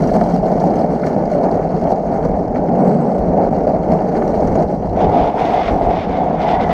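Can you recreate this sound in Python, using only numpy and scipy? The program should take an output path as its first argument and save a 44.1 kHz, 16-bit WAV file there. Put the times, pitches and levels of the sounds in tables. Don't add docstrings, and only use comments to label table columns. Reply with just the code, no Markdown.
import sys
import numpy as np
from scipy import signal
from scipy.fft import rfft, irfft, next_fast_len
from scipy.io import wavfile
from scipy.ndimage import uniform_filter1d, minimum_filter1d, map_coordinates

SR = 44100
rng = np.random.default_rng(int(sys.argv[2]) if len(sys.argv) > 2 else 0)


def generate_wav(signal):
    frames = np.transpose(np.atleast_2d(signal))
    scaled = np.clip(frames, -1, 1) * 32767
    pcm = np.round(scaled).astype(np.int16)
    wavfile.write(sys.argv[1], SR, pcm)


def boost(x):
    u = np.asarray(x, float) / 20
    return 10 ** u


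N = 296784

# start in seconds, peak in dB, pitch of the wheel's ring in Hz.
CRACKS = [(0.023, -6, 696), (0.043, -13.5, 610), (0.115, -9, 610), (0.209, -6, 688), (0.332, -7, 760),
          (0.428, -5, 640), (0.501, -6.5, 696), (0.547, -7, 633), (0.637, -2.5, 768), (0.832, -4, 702),
          (1.046, -10.5, 600), (1.162, -6.5, 608), (1.252, -3.5, 664), (1.315, -3.5, 612),
          (1.348, -6.5, 578), (1.506, -9, 665), (1.646, -8.5, 694), (1.736, -10.5, 740), (1.82, -8.5, 636),
          (1.85, -5.5, 690), (1.919, -8, 774), (2.032, -9, 718), (2.053, -11, 670), (2.25, -9.5, 656),
          (2.385, -12, 638), (2.562, -8.5, 791), (2.684, -9, 685), (2.949, -6.5, 567), (3.019, -7.5, 710),
          (3.138, -9, 493), (3.366, -5.5, 549), (3.463, -8.5, 700), (3.525, -4.5, 764), (3.668, -1, 580),
          (3.732, -6, 622), (3.922, -7.5, 648), (4.04, -11.5, 618), (4.21, -7.5, 595), (4.235, -9.5, 586),
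          (4.265, -8, 460), (4.332, -7, 680), (4.473, -9, 515), (4.553, -3, 641), (4.724, -8, 583),
          (4.824, -14.5, 706), (4.969, -3.5, 638), (5.155, -11.5, 737), (5.34, -9.5, 697),
          (5.679, -8.5, 644), (5.81, -9.5, 634), (5.862, -6, 680), (5.93, -7.5, 733), (5.963, -12.5, 650),
          (6.199, -9.5, 738), (6.693, -4.5, 700)]
# start in seconds, peak in dB, pitch in Hz.
PART_KNOCKS = [(0.0212, -38, 5800), (0.0388, -36.5, 5790), (0.0726, -33, 5800), (0.1382, -30, 4400),
               (0.208, -36, 4690), (0.319, -37.5, 4380), (0.3402, -33.5, 5520), (0.377, -36, 4690),
               (0.529, -44, 4390), (0.6, -34, 5700), (0.7358, -41, 4160), (0.7552, -33.5, 6160),
               (0.793, -40, 5010), (0.95, -38, 4510), (1.016, -39, 4170), (1.066, -33, 5810),
               (1.1917, -41.5, 4420), (1.254, -38, 4930), (1.2985, -42, 4390), (1.3156, -37, 4300),
               (1.3473, -39.5, 4450), (1.4346, -35.5, 4400), (1.513, -35.5, 4640), (1.541, -40.5, 4600),
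               (1.69, -41, 4340), (1.708, -43, 4600), (1.7636, -41, 4450), (1.8355, -39.5, 4440),
               (1.9005, -39.5, 4430), (1.9584, -41.5, 4740), (2.2277, -43.5, 4420), (2.5456, -43, 6340),
               (3.6343, -42.5, 4920), (3.6673, -36, 4660), (3.6903, -37, 4640), (3.8194, -48.5, 4400),
               (3.916, -37, 4450), (4.087, -39.5, 6050), (4.116, -43, 4340), (4.2771, -35, 5790),
               (4.3174, -42.5, 4160), (4.4014, -37.5, 5290), (4.4733, -34.5, 5850), (4.554, -33.5, 6670),
               (4.5999, -38.5, 4330), (4.6222, -37.5, 4620), (4.675, -43, 4300), (4.8938, -40.5, 4200)]
# start in seconds, peak in dB, pitch in Hz.
GRIT_TAPS = [(0.0366, -29.5, 1790), (0.0911, -28.5, 1810), (0.1386, -34, 1780), (0.185, -35.5, 1700),
             (0.2116, -28, 1980), (0.4806, -35.5, 1700), (0.531, -38, 2050), (0.611, -35, 1960),
             (0.737, -33, 1640), (0.7528, -36, 1960), (0.7705, -36.5, 1810), (0.8996, -34.5, 1780),
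             (1.0666, -28, 1750), (1.0984, -34, 1700), (1.2986, -35, 1880), (1.6271, -33.5, 1980),
             (1.727, -37, 1770), (1.8384, -29.5, 1900), (1.8696, -30.5, 2170), (2.0857, -35.5, 2010),
             (2.226, -30, 1700), (2.3396, -38, 1880), (2.5458, -34, 2090), (2.5572, -25, 2150),
             (2.5905, -35.5, 1610), (2.6846, -30, 1800), (2.7543, -32.5, 2060), (2.8481, -31.5, 1620),
             (2.9432, -32.5, 2080), (3.0133, -35.5, 1610), (3.1136, -33.5, 1770), (3.147, -33.5, 2080),
             (3.3916, -32.5, 1820), (3.82, -37, 1940), (3.8352, -28.5, 2100), (3.913, -31, 1820),
             (3.9875, -30, 1730), (4.1527, -29, 1740), (4.2203, -27, 1800), (4.2774, -33.5, 1730),
             (4.342, -32.5, 1850), (4.471, -34.5, 1790), (4.5527, -25.5, 1990), (4.8248, -34.5, 1780),
             (4.9578, -31.5, 2020)]

# centre in Hz, width in Hz, level in dB.
DECK = [
    (181.2, 57.5, 4),
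    (145.5, 30, -10.5),
    (213.5, 47, -1.5),
]
HULL = [
    (268.4, 93, 3.5),
    (457, 247, 4),
]
WHEEL = [
    (604, 183, 6),
    (769.7, 224, 3),
]
WHEEL_LOADED = [
    (714, 122, 5),
    (898, 267, -8.5),
    (1019, 210, -14.5),
]
TREAD = [
    (1130, 570, 4),
    (1519, 140, 0),
    (1694, 180, -2.5),
    (2186, 450, -6),
]
PARTS = [(2760, 330, 1.5), (3126, 430, -1.5), (3430, 500, -8), (4450, 1520, 2.5), (5270, 920, -2.5),
         (5790, 430, 0.5), (6410, 1400, -2.5), (7600, 600, -18), (7990, 1100, -8.5), (9700, 2300, -16.5),
         (11200, 2100, -16.5), (13200, 1900, -17.5)]
# centre in Hz, width in Hz, level in dB.
SQUEAL = [
    (1410, 250, 4.5),
    (2130, 300, 1.5),
    (3480, 170, -9.5),
]
# centre in Hz, width in Hz, level in dB.
SLOT = [
    (7500, 420, -4),
    (7970, 450, 4),
]

# frequency in Hz, level in dB per Hz.
SLIP_COLOUR = [(650, -22.5), (1100, 0.5), (1410, -12), (2060, -9.5), (2660, -12.5), (3580, -12.5),
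               (3990, -18), (5200, -22), (8050, -42.5), (8950, -48.5), (14000, -55.5)]
# frequency in Hz, level in dB per Hz.
WIND_COLOUR = [(12, -30.5), (20, -9), (47, -3), (85, -7), (112, -6), (150, -33), (250, -120)]

# time in seconds, road drive in dB, deck freedom in dB,
# looseness of the parts in dB.
RIDE = [(0, -14.5, 2.5, -31), (.75, -14.5, -1.5, -35.5), (1.1, -14, -4, -35), (1.55, -13, -5, -39),
        (1.9, -15, -1, -37), (2.58, -16.5, -2.5, -39.5), (2.8, -14, 2.5, -39.5), (3.12, -15.5, -1, -38.5),
        (3.4, -12.5, -4.5, -41), (3.7, -14, -4.5, -39), (4.2, -15, -3.5, -37.5), (4.6, -13.5, -3.5, -37),
        (4.88, -19, 1, -34), (5.1, -11, -9.5, -42), (5.5, -11.5, -12.5, -40), (5.87, -13, -8, -38),
        (6.15, -14.5, -7.5, -42.5), (6.73, -13.5, -5.5, -38)]
# time in seconds, share from 0 to 1.
SIDE_LOAD = [
    (0, 0.11),
    (4.85, 0.07),
    (5.0, 0.23),
    (5.5, 0.8),
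    (5.8, 0.41),
    (6.35, 0.4),
    (6.45, 0.7),
    (6.73, 0.57),
]
# time in seconds, centre in Hz.
RING_BALANCE = [(0.0, 700), (0.11, 611), (0.18, 678), (1.07, 630), (1.11, 674), (1.38, 550), (1.49, 710),
                (1.61, 597), (1.73, 687), (2.9, 648), (3.02, 710), (3.16, 610), (3.76, 634), (3.79, 658),
                (4.78, 660), (4.83, 716), (4.93, 640), (5.0, 730)]
# middle in seconds, change in dB, length in seconds.
WEIGHT_SHIFTS = [(.16, 9.5, 0.03), (.4, -4, 0.046), (.82, 0.5, 0.086), (.875, -5, 0.032),
                 (1.0, -3.5, 0.073), (1.075, -1.5, 0.071), (1.285, -4.5, 0.089), (1.45, 2.5, 0.03),
                 (1.69, -4.5, 0.033), (1.8, -2, 0.049), (1.92, 11, 0.022), (2.01, -3.5, 0.15),
                 (2.14, 2, 0.062), (2.25, 5.5, 0.026), (2.5, -3, 0.1), (2.57, 4, 0.039), (2.87, 3.5, 0.14),
                 (3.35, 0.5, 0.06), (3.5, -7.5, 0.017), (3.69, 5, 0.028), (3.83, -3.5, 0.094),
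                 (3.92, 4.5, 0.056), (4.05, -1, 0.021), (4.6, 2, 0.12), (4.67, -7, 0.045),
                 (4.79, -3.5, .07), (5.32, -6.5, 0.059), (5.64, -6.5, 0.04), (6.02, -4.5, 0.11),
                 (6.37, -4.5, 0.026), (.68, 2.5, .08), (.95, 1, .06), (1.2, -0.5, 0.097),
                 (1.55, 0.5, 0.044), (2.72, 0.5, 0.074), (3.0, 0, .08), (3.2, -1, 0.072), (3.43, 1, 0.036),
                 (4.2, 2.5, 0.11), (4.88, -2, .08), (5.03, 4, 0.074), (5.18, 3.5, 0.079),
                 (5.42, 0.5, 0.055), (5.55, 0, 0.045), (5.73, 2.5, .06), (5.88, 1.5, 0.047),
                 (6.1, 1.5, 0.08), (6.25, -0.5, .08), (6.43, 1.5, .05), (6.52, 2, 0.045), (6.58, -3, .04),
                 (6.63, 2, .04)]
# middle in seconds, change in dB, length in seconds.
DECK_FLEXES = [(.09, -7.5, 0.027), (.36, 0, .06), (.47, 1, 0.038), (.62, 2, 0.051), (1.2, 3.5, .1),
               (1.58, -4, 0.11), (1.75, 2.5, 0.12), (1.93, -5, 0.19), (2.19, -8, 0.051), (3.07, 3, 0.081),
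               (3.22, -2, 0.086), (3.33, 3.5, 0.05), (3.93, 7, 0.068), (4.45, 4.5, 0.069),
               (5.07, 6.5, 0.057), (5.62, -2.5, 0.11), (5.73, 1, .1), (6.33, 1.5, 0.16), (6.55, 0, 0.096)]
# middle in seconds, change in dB, length in seconds.
RATTLE_FITS = [(.16, 0, 0.1), (.35, 0, 0.094), (.8, 3.5, 0.065), (1.08, 5.5, 0.046), (1.32, 3, .05),
               (1.44, 2, 0.065), (2.06, 4.5, .05), (2.25, 3, 0.04), (2.57, 3.5, 0.044), (2.87, 2, 0.062),
               (3.92, 2.5, 0.11), (4.09, 2.5, 0.023), (4.17, 8, 0.024), (4.29, 4, 0.042),
               (4.36, 5.5, 0.055), (4.48, 3, 0.067), (4.56, 0, 0.053), (4.92, -2.5, .04), (5.45, 3, 0.14),
               (5.79, 0.5, 0.12)]

# start in seconds, length in seconds, slip level in dB.
SLIDES = [
    (4.972, .075, -38.5),
    (5.094, 0.19, -39.5),
    (5.358, 0.33, -36),
    (5.8, 0.024, -44),
    (5.874, 0.18, -40),
    (6.078, 0.12, -41),
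    (6.375, 0.065, -38.5),
    (6.447, 0.099, -35.5),
    (6.578, 0.055, -35),
    (6.677, .06, -33.5),
]
# start in seconds, length in seconds, first pitch in Hz, level in dB.
SONGS = [
    (5.38, .3, 2200, -41),
    (5.92, .1, 2380, -46),
    (6.09, .11, 2310, -47),
    (6.445, .15, 2100, -39),
    (6.61, .12, 2080, -39.5),
]

# time in seconds, level in dB.
BREEZE = [(0, -27.5), (1.15, -35), (2.5, -30.5), (3.17, -38), (3.2, -25.5), (4.1, -30.5), (4.7, -31.5),
          (6.73, -32)]
# middle in seconds, rise over the breeze in dB, length in seconds.
GUSTS = [(.1, 1.5, 0.13), (1.27, 2, 0.07), (1.55, 4, 0.12), (1.77, 4, .08), (1.89, 8, .07),
         (2.27, 8.5, 0.1), (2.48, 5.5, 0.07), (3.22, 3, 0.09), (4.25, 5.5, 0.1), (4.37, 9, 0.06),
         (4.49, 10.5, 0.13), (4.93, 10, 0.19), (5.08, 17, 0.081), (5.23, 7, .08), (5.37, 7, 0.046),
         (5.72, 11.5, 0.053), (5.85, 10.5, 0.11), (6.1, 3.5, 0.067), (6.6, 6, 0.11)]
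# time in seconds, size of the step in dB.
SCENE_CHANGE = (3.19116, -26)

HULL_DB, HULL_LOADED_DB, RING_DB, RING_LOADED_DB = -3.5, -7, -3, 2
LANDING_DB, LANDING_T60_S = -4, .09
BUZZ_DB, BUZZ_FOLLOWS = -25.5, 0.67
BUZZ_FITS = 0.71
DECK_FEELS, PARTS_FEEL, BUZZ_FEELS = 0.67, 0.83, 0.97
KNOCK_T60_S = 0.057
BITE_S, LET_GO_S = .02, .05
CREEP_DB, CREEP_FROM_S, CREEP_TOP = -42, 4.945, .5
BRIGHT_HZ, BRIGHT_LAG_S = 2600, .015
SAG_HZ, SETTLE_S, SONG_LINGERS_S = 130, .08, .15
STEADY_S = 6.05
WHISTLE_S, WHISTLE_DB, WHISTLE_RISE_S, WHISTLE_FADE_DB_PER_S = 2.77, -59, 0.071, 28


def wheels(shared):
    drive_db, free_db, _ = curves(RIDE)
    load = np.clip(curves(SIDE_LOAD)[0], 0, 1)
    shift_db = swells(WEIGHT_SHIFTS)
    boom_db = drive_db + free_db + DECK_FEELS * shift_db + swells(DECK_FLEXES) + 0.21 * wobble(18)
    hull_db = drive_db + HULL_DB + HULL_LOADED_DB * load + shift_db + 0.5 * wobble(19)
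    ring_db = drive_db + RING_DB + RING_LOADED_DB * load + shift_db + 1.62 * wobble(14)

    blows, lift, landings = np.zeros(N), np.zeros(N), np.zeros(N + SR)
    gap = np.hanning(SR // 60)
    t = np.arange(SR // 10) / SR
    for s, db, hz in CRACKS:
        at = round(s * SR)
        blows[at] = boost(db + 25)
        fade = boost(db + LANDING_DB - 60 * t / LANDING_T60_S) * (1 - np.exp(-t / .001))
        landings[at:at + len(t)] += fade * np.sin(2 * np.pi * hz * t)
        lift[at - len(gap) + 260:at + 260] += gap
    touch = 1 - .6 * np.clip(lift, 0, 1)

    grain = road(shared, depth=0.27, own_db=0.6)
    low_ring, high_ring = (even(filtered(grain, body([mode], order=2)), size=1200) for mode in WHEEL)
    high = np.clip(0.5 + 0.58 * (curves(RING_BALANCE)[0] - 680) / 160, 0.1, 0.9)
    free = np.sqrt(1 - high) * low_ring - boost(-1.0) * np.sqrt(high) * high_ring
    bent = even(filtered(road(shared, depth=0.16, own_db=3.5), body(WHEEL_LOADED, order=2)), size=1200)
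    boom = even(filtered(road(shared, depth=0.21, own_db=-2.9), body(DECK, order=2)), size=2400)
    panels = even(filtered(road(shared, depth=0.22, own_db=-0.1), body(HULL, order=2)), size=1800)

    out = boost(ring_db - 2.1) * touch * (np.sqrt(1 - load) * free + np.sqrt(load) * bent)
    out += boost(boom_db - 3.0) * boom
    out += boost(hull_db - 0.92) * touch * panels
    soft = lambda f: 1 / (1 + 1j * f / 1000) ** 4
    out += filtered(blows, lambda f: soft(f) * (body(WHEEL)(f) + 0.85 * body(HULL)(f)))
    return filtered(out + landings[:N], muffle)


def rattle(shared):
    drive_db, _, loose_db = curves(RIDE)
    shift_db, fit_db = swells(WEIGHT_SHIFTS), swells(RATTLE_FITS)
    rattle_db = drive_db + loose_db + PARTS_FEEL * shift_db + fit_db + 0.86 * wobble(22)
    buzz_db = drive_db + BUZZ_DB + BUZZ_FOLLOWS * (loose_db - loose_db.mean())
    buzz_db = buzz_db + BUZZ_FEELS * shift_db + BUZZ_FITS * fit_db + 1.3 * wobble(22)

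    together = shared + struck(PART_KNOCKS, gain_db=36, t60=0.045)
    chatter = np.zeros(N)
    for part in PARTS:
        alone = 0.5 * bumps(40, spread_db=0.6, t60=0.042)
        shaken = road(together + alone, depth=1.0, own_db=0.0)
        octaves_up = max(np.log2(part[0] / 6500), 0)
        bright = boost(.5 * (rattle_db + 48.5) * octaves_up)
        chatter += bright * filtered(shaken, body([part], order=3))

    gritty = shared + struck(GRIT_TAPS, gain_db=39, t60=0.04) + 0.33 * bumps(64, spread_db=8.0, t60=0.046)
    gritty_road = road(gritty, depth=1.0, own_db=0.0)
    buzz = filtered(gritty_road, lambda f: muffle(f) * body(TREAD, order=2)(f))

    out = boost(rattle_db - 2.0) * unit(chatter) + boost(buzz_db - 2.5) * unit(buzz)
    out += contacts(PART_KNOCKS, PARTS, crack_db=1.0, crack_t60=0.0083, ring_db=-7.5, ring_t60=KNOCK_T60_S)
    tapped = TREAD[1:] + PARTS[:2]
    return out + contacts(GRIT_TAPS, tapped, crack_db=0.5, crack_t60=0.015, ring_db=-3.5, ring_t60=0.018)


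def scrub():
    creep = boost(CREEP_DB) * held(CREEP_FROM_S, N / SR, BITE_S, LET_GO_S)
    slip = sum(boost(db) * held(s, length, BITE_S, LET_GO_S) for s, length, db in SLIDES)
    late = np.minimum(slip, np.roll(slip, round(BRIGHT_LAG_S * SR)) * (np.arange(N) > SR))

    grip = road(bumps(500, spread_db=2.4, t60=.02), depth=.5, own_db=.4)
    colour = lambda f: boost(along(SLIP_COLOUR, f)) + boost(-17.0) * np.abs(body(SQUEAL, order=2)(f))
    hiss = unit(filtered(grip, colour))
    top = filtered(hiss, lambda f: 1 / (1 + (BRIGHT_HZ / (f + 1)) ** 8))
    scrape = (slip + creep) * (hiss - top) + (late + CREEP_TOP * creep) * top

    song = sum(boost(db) * held(s, length, BITE_S, SONG_LINGERS_S) for s, length, _, db in SONGS)
    pitches = []
    for s, length, first_hz, _ in SONGS:
        sunk_hz = first_hz - SAG_HZ
        pitches += [(s, first_hz), (s + SETTLE_S, sunk_hz), (s + length, sunk_hz)]
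    hz = curves(pitches)[0]
    loose = 1 + 2 * (np.arange(N) < STEADY_S * SR)
    tones = sliding(hz, 65 * loose)
    tones += .7 * sliding(.7 * hz + 50 * wobble(8), 60 * loose)
    tones += .3 * sliding(.86 * hz, 45 * loose)
    return boost(2.0 + 1.2 * wobble(15)) * scrape + song * tones


def wind():
    buffet_db = curves(BREEZE)[0] + swells(GUSTS)
    rush = filtered(rng.standard_normal(N), lambda f: boost(along(WIND_COLOUR, f)))
    since = np.arange(N) / SR - WHISTLE_S
    whistle = boost(WHISTLE_DB - WHISTLE_FADE_DB_PER_S * np.abs(since)) * np.clip(since / WHISTLE_RISE_S, 0, 1)
    whistle *= since < SCENE_CHANGE[0] - WHISTLE_S
    thin = filtered(boost(2.5 * wobble(60)) * rng.standard_normal(N), body(SLOT, order=2))
    return boost(buffet_db) * unit(boost(1.4 * wobble(24)) * rush) + whistle * unit(thin)


def road(shared, depth, own_db):
    return unit((1 + depth * shared) * boost(own_db * wobble(30)) * rng.standard_normal(N))


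def bumps(per_s, spread_db, t60):
    chance, size = rng.random(N), rng.exponential(1, N)
    knocks, hit = np.zeros(N), chance < per_s / SR
    knocks[hit] = boost(spread_db * size[hit])
    return unit(signal.lfilter([1], [1, -boost(-60 / (t60 * SR))], knocks))


def struck(rows, gain_db, t60):
    knocks = np.zeros(N)
    for s, db, *_ in rows:
        knocks[round(s * SR)] = boost(db + gain_db)
    return signal.lfilter([1], [1, -boost(-60 / (t60 * SR))], knocks)


def contacts(rows, modes, crack_db, crack_t60, ring_db, ring_t60):
    t, knocks, rings = np.arange(SR // 20) / SR, np.zeros(N + SR), np.zeros(N + SR)
    for s, db, hz in rows:
        span = slice(round(s * SR), round(s * SR) + len(t))
        knocks[span] += boost(db + crack_db - 60 * t / crack_t60) * rng.standard_normal(len(t))
        fade = boost(db + ring_db - 60 * t / ring_t60) * (1 - np.exp(-t / 0.00079))
        rings[span] += fade * np.sin(2 * np.pi * hz * t)
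    return rings[:N] + filtered(knocks[:N], body(modes, order=3))


def sliding(hz, wander_hz):
    phase = 2 * np.pi * np.cumsum(hz + .4 * wander_hz * wobble(40)) / SR
    steady_part = (.6 + .8 * wobble(3 * wander_hz)) * np.sin(phase)
    return unit(steady_part + .8 * wobble(3 * wander_hz) * np.cos(phase))


def body(modes, order=1):
    def response(f):
        total = 0
        for k, (centre, width, db) in enumerate(modes):
            peak = 1j * f * width / (centre * centre - f * f + 1j * f * width)
            total = total + (-1) ** k * boost(db) * peak ** order
        return total
    return response


def muffle(f):
    return 1 / np.sqrt(1 + (f / 2450) ** 12)


def even(x, size):
    power = np.abs(uniform_filter1d(uniform_filter1d(x ** 2, size=size), size=size)) + 1e-12
    return unit(x / power ** .35)


def held(s, length, rise, fall):
    t = np.arange(N) / SR - s
    return np.clip(t / rise, 0, 1) ** 2 * np.exp(-3 * np.clip(t - length, 0, None) / fall)


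def swells(rows):
    t = np.arange(0, N / SR, .002)
    total = sum(db * np.exp(-(2 * (t - s) / length) ** 2) for s, db, length in rows)
    return np.interp(np.arange(N) / SR, t, total)


def curves(rows):
    s, *cols = np.transpose(rows)
    return [np.interp(np.arange(N) / SR, s, c) for c in cols]


def wobble(rate):
    return map_coordinates(rng.standard_normal(N // 50), [np.arange(N) * rate / SR], mode="wrap")


def along(points, hz):
    f, v = np.transpose(points)
    return np.interp(np.log(hz + 1), np.log(f + 1), v)


def filtered(x, response):
    m = next_fast_len(N + SR // 2)
    return irfft(rfft(x, m) * response(np.fft.rfftfreq(m, 1 / SR)), m)[:N]


def unit(x):
    return x / np.sqrt(np.mean(x ** 2) + 1e-20)


def scene():
    grain = 0.46 * bumps(120, spread_db=3.0, t60=0.012)
    shared = grain + struck(CRACKS, gain_db=8.5, t60=0.093)
    return (wheels(shared) + rattle(grain) + scrub() + wind())[None]


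def low_pass(x):
    return signal.sosfilt(signal.butter(12, 15900, fs=SR, output="sos"), x)


def record(dry):
    x = filtered(dry[0], lambda f: 1 / (1 + (f / 14300) ** 40))
    need = np.minimum(1, .86 / (np.abs(x) + 1e-9))
    x = x * uniform_filter1d(minimum_filter1d(need, size=1801), size=900)
    s, step_db = SCENE_CHANGE
    after = np.arange(N) / SR - s
    step = boost(step_db) * (after >= 0) * np.exp(-np.abs(after) / 0.00048)
    return low_pass((x + step)[None])


dry = scene()
out = record(dry)
generate_wav(out)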